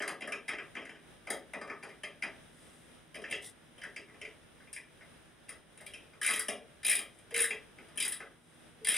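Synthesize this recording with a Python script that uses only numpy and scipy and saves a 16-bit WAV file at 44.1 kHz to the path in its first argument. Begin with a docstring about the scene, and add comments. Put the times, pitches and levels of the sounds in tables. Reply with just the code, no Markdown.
"""On a workshop bench, a tap wrench is spun and then forced round by hand in an aluminium plate.
The loose handle clacks and the tap slips in jerks: rough noise contacts, in eight bands, ring plate and room.
Low chatter tones, faint rubbing noise and a distant motor's wavering hum lie over a quiet hiss.
A two-port microphone hears it, with a narrow notch and a treble limit."""
import sys
import numpy as np
from scipy import signal
from scipy.fft import rfft, irfft
from scipy.io import wavfile
from scipy.ndimage import uniform_filter1d

SR = 44100
rng = np.random.default_rng(int(sys.argv[2]) if len(sys.argv) > 2 else 0)


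def transcribe(signal):
    """Save signal, clipped to [-1, 1], as a 16-bit WAV file at the path in sys.argv[1]."""
    frames = np.atleast_2d(signal).T
    limited = np.clip(frames, -1, 1)
    pcm = np.round(limited * 32767).astype(np.int16)
    wavfile.write(sys.argv[1], SR, pcm)


N = 395577


def gain_of(db):
    """Amplitude factor of a level in dB."""
    return 10 ** (np.asarray(db) / 20)


def evened(x):
    """Scale a signal to an rms of one."""
    return x / np.sqrt(np.mean(x ** 2) + 1e-20)


def read(points, hz):
    """Read a curve of (frequency, value) points along a log frequency axis."""
    f, value = np.transpose(points)
    return np.interp(np.log(hz + 1), np.log(f + 1), value)


def add(mix, start_s, sound):
    """Add a sound to the mix at a start time, cut at the end of the mix."""
    part = mix[..., round(start_s * SR):][..., :sound.shape[-1]]
    part += sound[..., :part.shape[-1]]


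def coloured(points):
    """Noise at an rms of one, shaped by a spectrum curve."""
    gain = gain_of(read(points, np.fft.rfftfreq(N, 1 / SR)))
    return evened(irfft(rfft(rng.standard_normal(N)) * gain, N))


def arch(length_s, sharp, early):
    """A swell that rises and falls once, peaking sooner for a small early."""
    progress = np.arange(0, length_s, 1 / SR) / length_s
    return np.sin(np.pi * progress ** early) ** sharp


def bench():
    """Each band of force rings the matching band of the plate."""
    # how strongly each of the eight bands of a blow sounds: level_db
    band_levels = [26.43, 20.2, 27.37, 23.7, 18.1, 25.74, 26.83, 9.1]
    ring, out = plate(), np.zeros(N)
    for k, force in enumerate(drive()):
        part = band(ring, k)
        part /= np.linalg.norm(part)
        out += gain_of(band_levels[k]) * signal.oaconvolve(force, part)[:N]
    return out


def drive():
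    """Forces on the plate in eight bands: each blow is a sharp click and a short rough contact."""
    # the loose handle clacks: start_s, strength_db, brightness_db, weight on the bench_db,
    # lean_db from clack to plate body
    clacks = [(0.001, -40, -13, 4.5, 0), (0.019, -33.5, -13, -10.5, 9), (0.076, -31.5, -8.5, 1, 4.5),
              (0.2057, -40, -17.5, -3, -8), (0.218, -38, -25, -1.5, 1), (0.2732, -45.5, -5, 6.5, 10),
              (0.3192, -34, -14.5, -8, -1), (0.4792, -36.5, -12, -8.5, 6), (0.487, -34.5, -14.5, -9, 3),
              (0.531, -42.5, -21, 3, -3.5), (0.5821, -41.5, -24, -3.5, 0), (0.75, -41, -20, -3.5, 0),
              (0.765, -40, -30, -3, -2), (0.8164, -46.5, -29, -4, -7), (0.851, -47, -16, -24, 12),
              (0.891, -46.5, -16, -9, 0), (0.9497, -51, -39, -5, -5), (1.269, -43, -14, 2, 8),
              (1.301, -33.5, 0, -3, 11), (1.533, -39.5, -14, -0.5, 5), (1.6119, -38.5, -18.5, -4.5, 11),
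              (1.6733, -48.5, -16, 3, 8), (1.6963, -36.5, -29, -9.5, 14), (1.8246, -44, -24, -5, 7),
              (1.8315, -44, -12, 4.5, 4), (1.8896, -50, -10, -17, 6), (2.0328, -36, -12.5, -5, -4),
              (2.221, -36.5, -14.5, -11, 2), (2.231, -38, -17.5, -1, 3.5), (2.274, -69, -6, 5, 7),
              (3.142, -45, -11, 1, -3), (3.153, -45, -7, 0, -11), (3.1881, -64, -6, 9, -11),
              (3.2156, -49, -12, 2.5, -3), (3.2384, -40, -33, -15, 2.5), (3.2859, -50.5, -21, 3, -16),
              (3.2988, -45, -11, 2, -21), (3.3091, -38, -4.5, -29, -1), (3.3227, -28, -26, -14.5, -6),
              (3.7784, -54, -10, -4.5, -11), (3.8139, -43.5, -18, -22, -6), (3.834, -43, -12.5, -7, 4),
              (3.96, -38, -17, -11, -9), (4.082, -57, -22, 2, 12), (4.142, -54.5, -28, -4, 10),
              (4.2125, -41, -16, -6, -2.5), (4.2472, -46, -16, -14, -6), (4.6, -59.5, -21, -3, 5),
              (4.671, -59.5, -23, 2, -3), (4.7282, -48, 6, -27, -1), (4.76, -44.5, -5, -11, -2),
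              (5.007, -55, -26, -6, 4), (5.4827, -51.5, -12, -6, -12), (5.4897, -47, 1.5, -11, 7),
              (5.773, -59, 2.5, -10, 1), (5.8004, -54, -18, -11, 3), (5.8082, -66.5, 14.5, 12.5, 6),
              (5.8622, -44.5, -1, -18, -10), (5.9, -59, -14, -7, -4), (5.935, -42, -10, -13, -12),
              (6.13, -58, -22, -1, 0), (6.4822, -33, -2.5, 0, -0.5), (6.9883, -41.5, 4.5, -3, 1),
              (7.1859, -61.5, 1, -5, -2), (7.3065, -51.5, -2, -1, -4), (7.504, -34, -15.5, -5.5, -4),
              (7.7821, -53.5, -15, 3.5, 2.5), (7.883, -58, -6, 2, 2), (7.9563, -57, 1, 0.5, -2),
              (8.201, -44, -19, 2, 9)]
    # the tap slips in jerks during five forced turns: start_s, strength_db, brightness_db,
    # lean_db from clack to plate body
    slips = [(6.2131, -35.5, -2, 11), (6.2289, -36.5, 0.5, -17), (6.2438, -33, -0.5, 7),
             (6.2614, -33.5, 2, -12), (6.2724, -35, 3, 12), (6.2857, -31, -8, 23), (6.2974, -36, -3, 25),
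             (6.3068, -33, 1, -18), (6.3341, -29, -4, -19), (6.359, -38, 4.5, 13), (6.3924, -37, 8, 20),
             (6.8293, -41.5, -8, 5), (6.8466, -31, -1, -15), (6.8638, -35.5, 8, -6), (6.8793, -32, 4, -4.5),
             (6.8954, -35, 10, -3), (6.9112, -31.5, 4.5, -3.5), (6.926, -37, 5.5, -20),
             (6.9511, -34, 2.5, -22), (7.3409, -32.5, -3, -3), (7.3608, -32, 2, -1), (7.3753, -33, 2, 10),
             (7.388, -29.5, -4, -11), (7.4016, -35.5, 7.5, 7), (7.4164, -46.5, 19.5, 3),
             (7.4383, -36.5, 6, 9), (7.9734, -33.5, -2.5, -8.5), (7.9998, -33.5, 4, -9.5),
             (8.023, -35.5, 4.5, -6), (8.0484, -36.5, 4, 13), (8.0781, -49.5, 15, -14), (8.1201, -42, 8, 0),
             (8.8454, -33.5, -3.5, -10.5), (8.868, -33, 2, -1), (8.8841, -31, 4.5, -8),
             (8.9026, -36.5, 4, -2), (8.9175, -37, 6.5, -1), (8.94, -34, 4, -0.5),
             (8.9626, -28.5, -3.5, -10)]
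    slip_weight_db = -17  # a slip hardly reaches the bench
    clack_contact_s, slip_contact_s = 0.0018, 0.002
    rattle_per_s, rattle_db, rattle_s = 200, 6, 0.007  # small ticks that follow each contact

    blows = [(*row, clack_contact_s) for row in clacks]
    blows += [(*row[:3], slip_weight_db, row[3], slip_contact_s) for row in slips]
    force = np.zeros((8, N))
    grain = rng.standard_normal((len(blows), 1500))
    ticks = rng.random(grain.shape) < rattle_per_s / SR
    grain[:, 0] = 6.4 * np.sign(grain[:, 0])  # the sharp click
    t = np.arange(grain.shape[1]) / SR
    for (start_s, strength, tick, thud, lean, contact_s), g, tick_at in zip(blows, grain, ticks):
        rattle = gain_of(rattle_db) * tick_at * np.exp(-t / rattle_s)
        contact = g * (np.exp(-t / contact_s) + rattle)
        # a lean either way takes level from the other side
        body, clack = min(lean, 0), min(-lean, 0)
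        # blows that reach the bench or lean low fill the lower plate
        low_body = body + 0.5 * (thud - body) + 0.48 * lean
        # bright blows carry the clack higher and reach further up
        high_clack = clack + 0.73 * (tick - clack)
        air = tick + 0.24 * (tick - body)
        # the upper ring follows brightness in part
        upper = -8.5 + 0.33 * tick + 0.059 * lean
        band_db = strength + np.array([thud, low_body, body, clack, high_clack, upper, tick, air])
        add(force, start_s, np.outer(gain_of(band_db), contact / np.linalg.norm(contact)))
    return force


def plate():
    """Ring of plate, wrench and bench after one blow: a causal broad colour plus decaying strong modes."""
    # strong modes: pitch_hz, width_hz (wider dies sooner), level_db before a common lift
    modes = [(431, 22, -4), (468, 23, -3), (603, 24, -5), (665, 24, -8), (1281, 28, -8), (1523, 30, -7),
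             (1658, 31, -6), (1798, 31, -4), (1890, 32, -3), (1981, 33, 1), (2045, 33, -2), (2118, 34, -5),
             (2374, 35, -4), (2471, 36, -4), (2611, 37, -6), (2697, 37, -6), (2853, 39, -9), (3063, 40, -7),
             (3165, 41, -8), (3252, 41, -6), (3747, 44, -8), (3892, 45, -8), (4802, 52, -10),
             (4915, 52, -10), (5179, 54, -12), (5550, 57, -13), (6620, 64, -16), (8650, 77, -10),
             (9357, 82, -4), (9650, 84, 0)]
    # broad colour of the ring under the strong modes: frequency_hz, level_db
    broad_colour = [(150, -18.5), (300, -17), (700, -3.5), (950, -23.5), (1270, 2.5), (1450, -13.5),
                    (2000, -3), (3300, -14), (5000, -16.5), (7200, -19.5), (9500, -1), (11000, -17),
                    (12300, -33.5), (13800, -23), (15500, -65)]
    lift_db = 3.5
    log_gain = np.log(gain_of(read(broad_colour, abs(np.fft.fftfreq(8192, 1 / SR)))))
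    # minimum phase: the colour starts at once and never before the blow
    ring = np.fft.ifft(np.exp(np.conj(signal.hilbert(log_gain)))).real
    t = np.arange(len(ring)) / SR
    for hz, width, db in modes:
        strength = gain_of(db + lift_db) * 2 * np.pi * width / SR
        ring = ring + strength * np.exp(-np.pi * width * t) * np.sin(2 * np.pi * hz * t)
    return ring


def band(x, k):
    """Bandpass one of the eight bands of a blow."""
    # edges of neighbouring bands: edge_hz
    edges = [200, 900, 1600, 2250, 3300, 4400, 7000, 11500, 16500]
    return signal.sosfilt(signal.butter(4, edges[k:k + 2], "band", fs=SR, output="sos"), x)


def chatter():
    """The tap chatters on a low plate mode: steady sine tones in swells whose bite is uneven."""
    # tones: start_s, length_s, pitch_hz, level_db (rms at full swell, before the uneven bite)
    tones = [(4.223, 0.083, 434, -57), (6.37, 0.074, 438, -59.5), (7.323, 0.15, 467, -43.5),
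             (7.512, .08, 427.7, -51.5), (8.813, 0.05, 442, -54)]
    out = np.zeros(N)
    shake_db = 2.5 * evened(uniform_filter1d(rng.standard_normal(N), 500))
    for start_s, length_s, hz, db in tones:
        swell = arch(length_s, sharp=0.6, early=0.77)
        tone = np.sin(2 * np.pi * hz * np.arange(len(swell)) / SR)
        add(out, start_s, np.sqrt(2) * gain_of(db) * tone * swell)
    return out * gain_of(shake_db)


def room(x, direct_db, direct_hz=4000, early_t60=0.028):
    """Three decaying noise tails take turns; two versions have unrelated tails, which the ports later blend."""
    # late decay: frequency_hz, t60_s
    late_decay = [(200, 0.47), (530, 0.41), (1400, 0.28), (3700, 0.28), (6500, 0.2), (9700, 0.2),
                  (14000, 0.24)]
    # first echoes off the bench against the late tail: frequency_hz, level_db before doubling
    early_levels = [(300, -1.5), (2000, 8), (5500, -2), (9500, 5), (14000, 4)]
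    # build-up, quickest in the treble: frequency_hz, time_constant_s before the curve is bent
    rise = [(300, 0.0087), (1500, 0.0086), (3500, 0.0023), (9000, 0.0012)]
    turns_per_s = 3.7  # the echo keeps changing

    hz, t, z = signal.stft(rng.standard_normal((2, 3, SR // 2)), SR, nperseg=128)
    late = gain_of(-60 * t / read(late_decay, hz)[:, None])
    early = 2 * gain_of(read(early_levels, hz)[:, None] - 60 * t / early_t60)
    build = 1 - np.exp(-t / read(rise, hz)[:, None])  # echoes and plate waves build up after the blow
    z = z * np.hypot(late, early) * build ** 0.74
    z /= np.linalg.norm(z, axis=-1, keepdims=True)  # the room favours no band
    tails = signal.istft(z, SR, nperseg=128)[1]
    tails /= np.linalg.norm(tails, axis=2, keepdims=True)
    # small tools radiate treble straight, into the first version only
    direct = signal.lfilter(*signal.butter(1, direct_hz, "high", fs=SR), np.arange(64) == 0)
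    tails[0, :, :64] += gain_of(direct_db) * direct
    turn = 2 * np.pi * (np.arange(N) / SR * turns_per_s + np.arange(3)[:, None] / 3)
    shares = x * np.sqrt(2 / 3) * np.cos(turn)
    return signal.oaconvolve(shares, tails, axes=2)[..., :N].sum(1)


def ports(a, b, same, lean, lead):
    """Two ports: the right one hears a share of the left one's sound and a share of a second sound."""
    hz = np.fft.rfftfreq(N, 1 / SR)
    share = np.clip(read(same, hz), 0, 1)
    tilt = gain_of(read(lean, hz) / 2)
    shared = share * rfft(a) * np.exp(-1j * read(lead, hz))
    second = np.sqrt(1 - share ** 2) * rfft(b)
    return irfft([rfft(a) * tilt, (shared + second) / tilt], N)


def rubbing():
    """Soft rubbing of hands and sleeves: faint grainy noise in short swells, two versions the ports blend."""
    # rubs: start_s, length_s, level_db (rms at full swell, before the grain)
    rubs = [(2.46, 0.69, -64.5), (3.411, 0.14, -48), (5.783, .26, -78), (7.093, .22, -69), (8.3, 0.71, -72)]
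    # colour of skin and cloth: frequency_hz, relative_level_db per Hz
    spectrum = [(470, -54), (800, -12), (1620, -51), (2000, 0.5), (2600, -52), (3330, -7.5), (7010, -17),
                (9210, -2), (15500, -36)]
    level = np.zeros(N)
    for start_s, length_s, db in rubs:
        add(level, start_s, gain_of(db) * arch(length_s, sharp=2.2, early=0.6))
    grain = gain_of(1.2 * evened(uniform_filter1d(rng.standard_normal(N), 150)))
    return [level * grain * coloured(spectrum) for _ in range(2)]


def hum():
    """A distant motor hums: sine lines on multiples of one wavering pitch, slowly fading up and down."""
    # lines: multiple of the base pitch, level_db (rms before fading)
    lines = [(2, -66.5), (3, -66.5), (4, -69.5)]
    # slow fading: time_s, gain_db
    fade = [(0, -7), (2.5, -5), (4, -8.5), (6, -12.5), (8.97, -6)]
    base_hz, waver_depth = 80.7, 0.00866
    t = np.arange(N) / SR
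    waver = evened(uniform_filter1d(uniform_filter1d(rng.standard_normal(N), 6000), 6000))
    turns = np.cumsum(base_hz * (1 + waver_depth * waver)) / SR
    tone = sum(gain_of(db) * np.sin(2 * np.pi * k * turns) for k, db in lines)
    return np.sqrt(2) * tone * gain_of(np.interp(t, *np.transpose(fade)))


def hiss():
    """Air and microphone noise: coloured noise that swells a little, partly alike in the two ports."""
    # colour: frequency_hz, relative_level_db per Hz
    spectrum = [(15, -15), (25, -19), (43, -2.5), (156, 0.5), (435, -3.5), (540, -4), (1000, -11),
                (1670, -8), (2570, -13), (3280, -11.5), (4410, -16.5), (7570, -28), (9390, -12),
                (11000, -28), (15700, -35)]
    # likeness of the ports: frequency_hz, share (0-1)
    same_hiss = [(60, 0.7), (180, 0.11), (550, 0.21), (1650, 0.5), (4970, 0.2), (15000, 0.077)]
    # balance: frequency_hz, left_minus_right_db
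    lean_hiss = [(60, 3), (180, -1.5), (550, 0.5), (1650, -1.5), (4970, 2), (15000, 0.5)]
    lead_hiss = [(1, 0), (2, 0.011)]  # frequency_hz, left_lead_radians
    level_db, swell_db = -59.5, 1.54
    slow = evened(uniform_filter1d(uniform_filter1d(rng.standard_normal(N), 4000), 4000))
    swell = gain_of(swell_db * slow)
    noise = ports(coloured(spectrum), coloured(spectrum), same_hiss, lean_hiss, lead_hiss)
    return gain_of(level_db) * swell * noise


def scene():
    """Blows and chatter ring in the room; rubbing and dry chatter join at the ports, over hiss and hum."""
    # likeness of the ports for the bench sounds: frequency_hz, share (0-1)
    same = [(60, .45), (150, 0.9), (300, 0.86), (640, 1), (1500, 1), (5000, 1), (5600, 0.77), (9500, 0.67),
            (11000, 1), (12500, 0), (15000, 0.4)]
    # balance of the ports: frequency_hz, left_minus_right_db
    lean = [(100, 8), (400, 2.5), (1500, 1.9), (4000, 0.5), (6500, -0.5), (8300, 0), (9600, 4.5),
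            (12000, 6), (15000, 5.5)]
    # phase lead of the left port: frequency_hz, left_lead_radians
    lead = [(6000, 0.29), (8000, 0), (9300, 1), (11000, 1), (13000, 0)]
    groan = chatter()
    struck = bench() + gain_of(-6) * groan
    near = room(struck[None, None], direct_db=-5) + rubbing() + groan
    return ports(*near, same, lean, lead) + hiss() + hum()


def record(dry):
    """The microphone housing cancels a narrow band; then a steep lowpass limits the treble."""
    notch_hz, notch_q, edge_hz = 4385, 7.0, 15750
    notched = signal.lfilter(*signal.iirnotch(notch_hz, notch_q, SR), dry)
    lowpass = signal.firwin(1023, edge_hz, window=("kaiser", 9), fs=SR)
    return signal.oaconvolve(notched, lowpass[None], "same")


dry = scene()
out = record(dry)
transcribe(out)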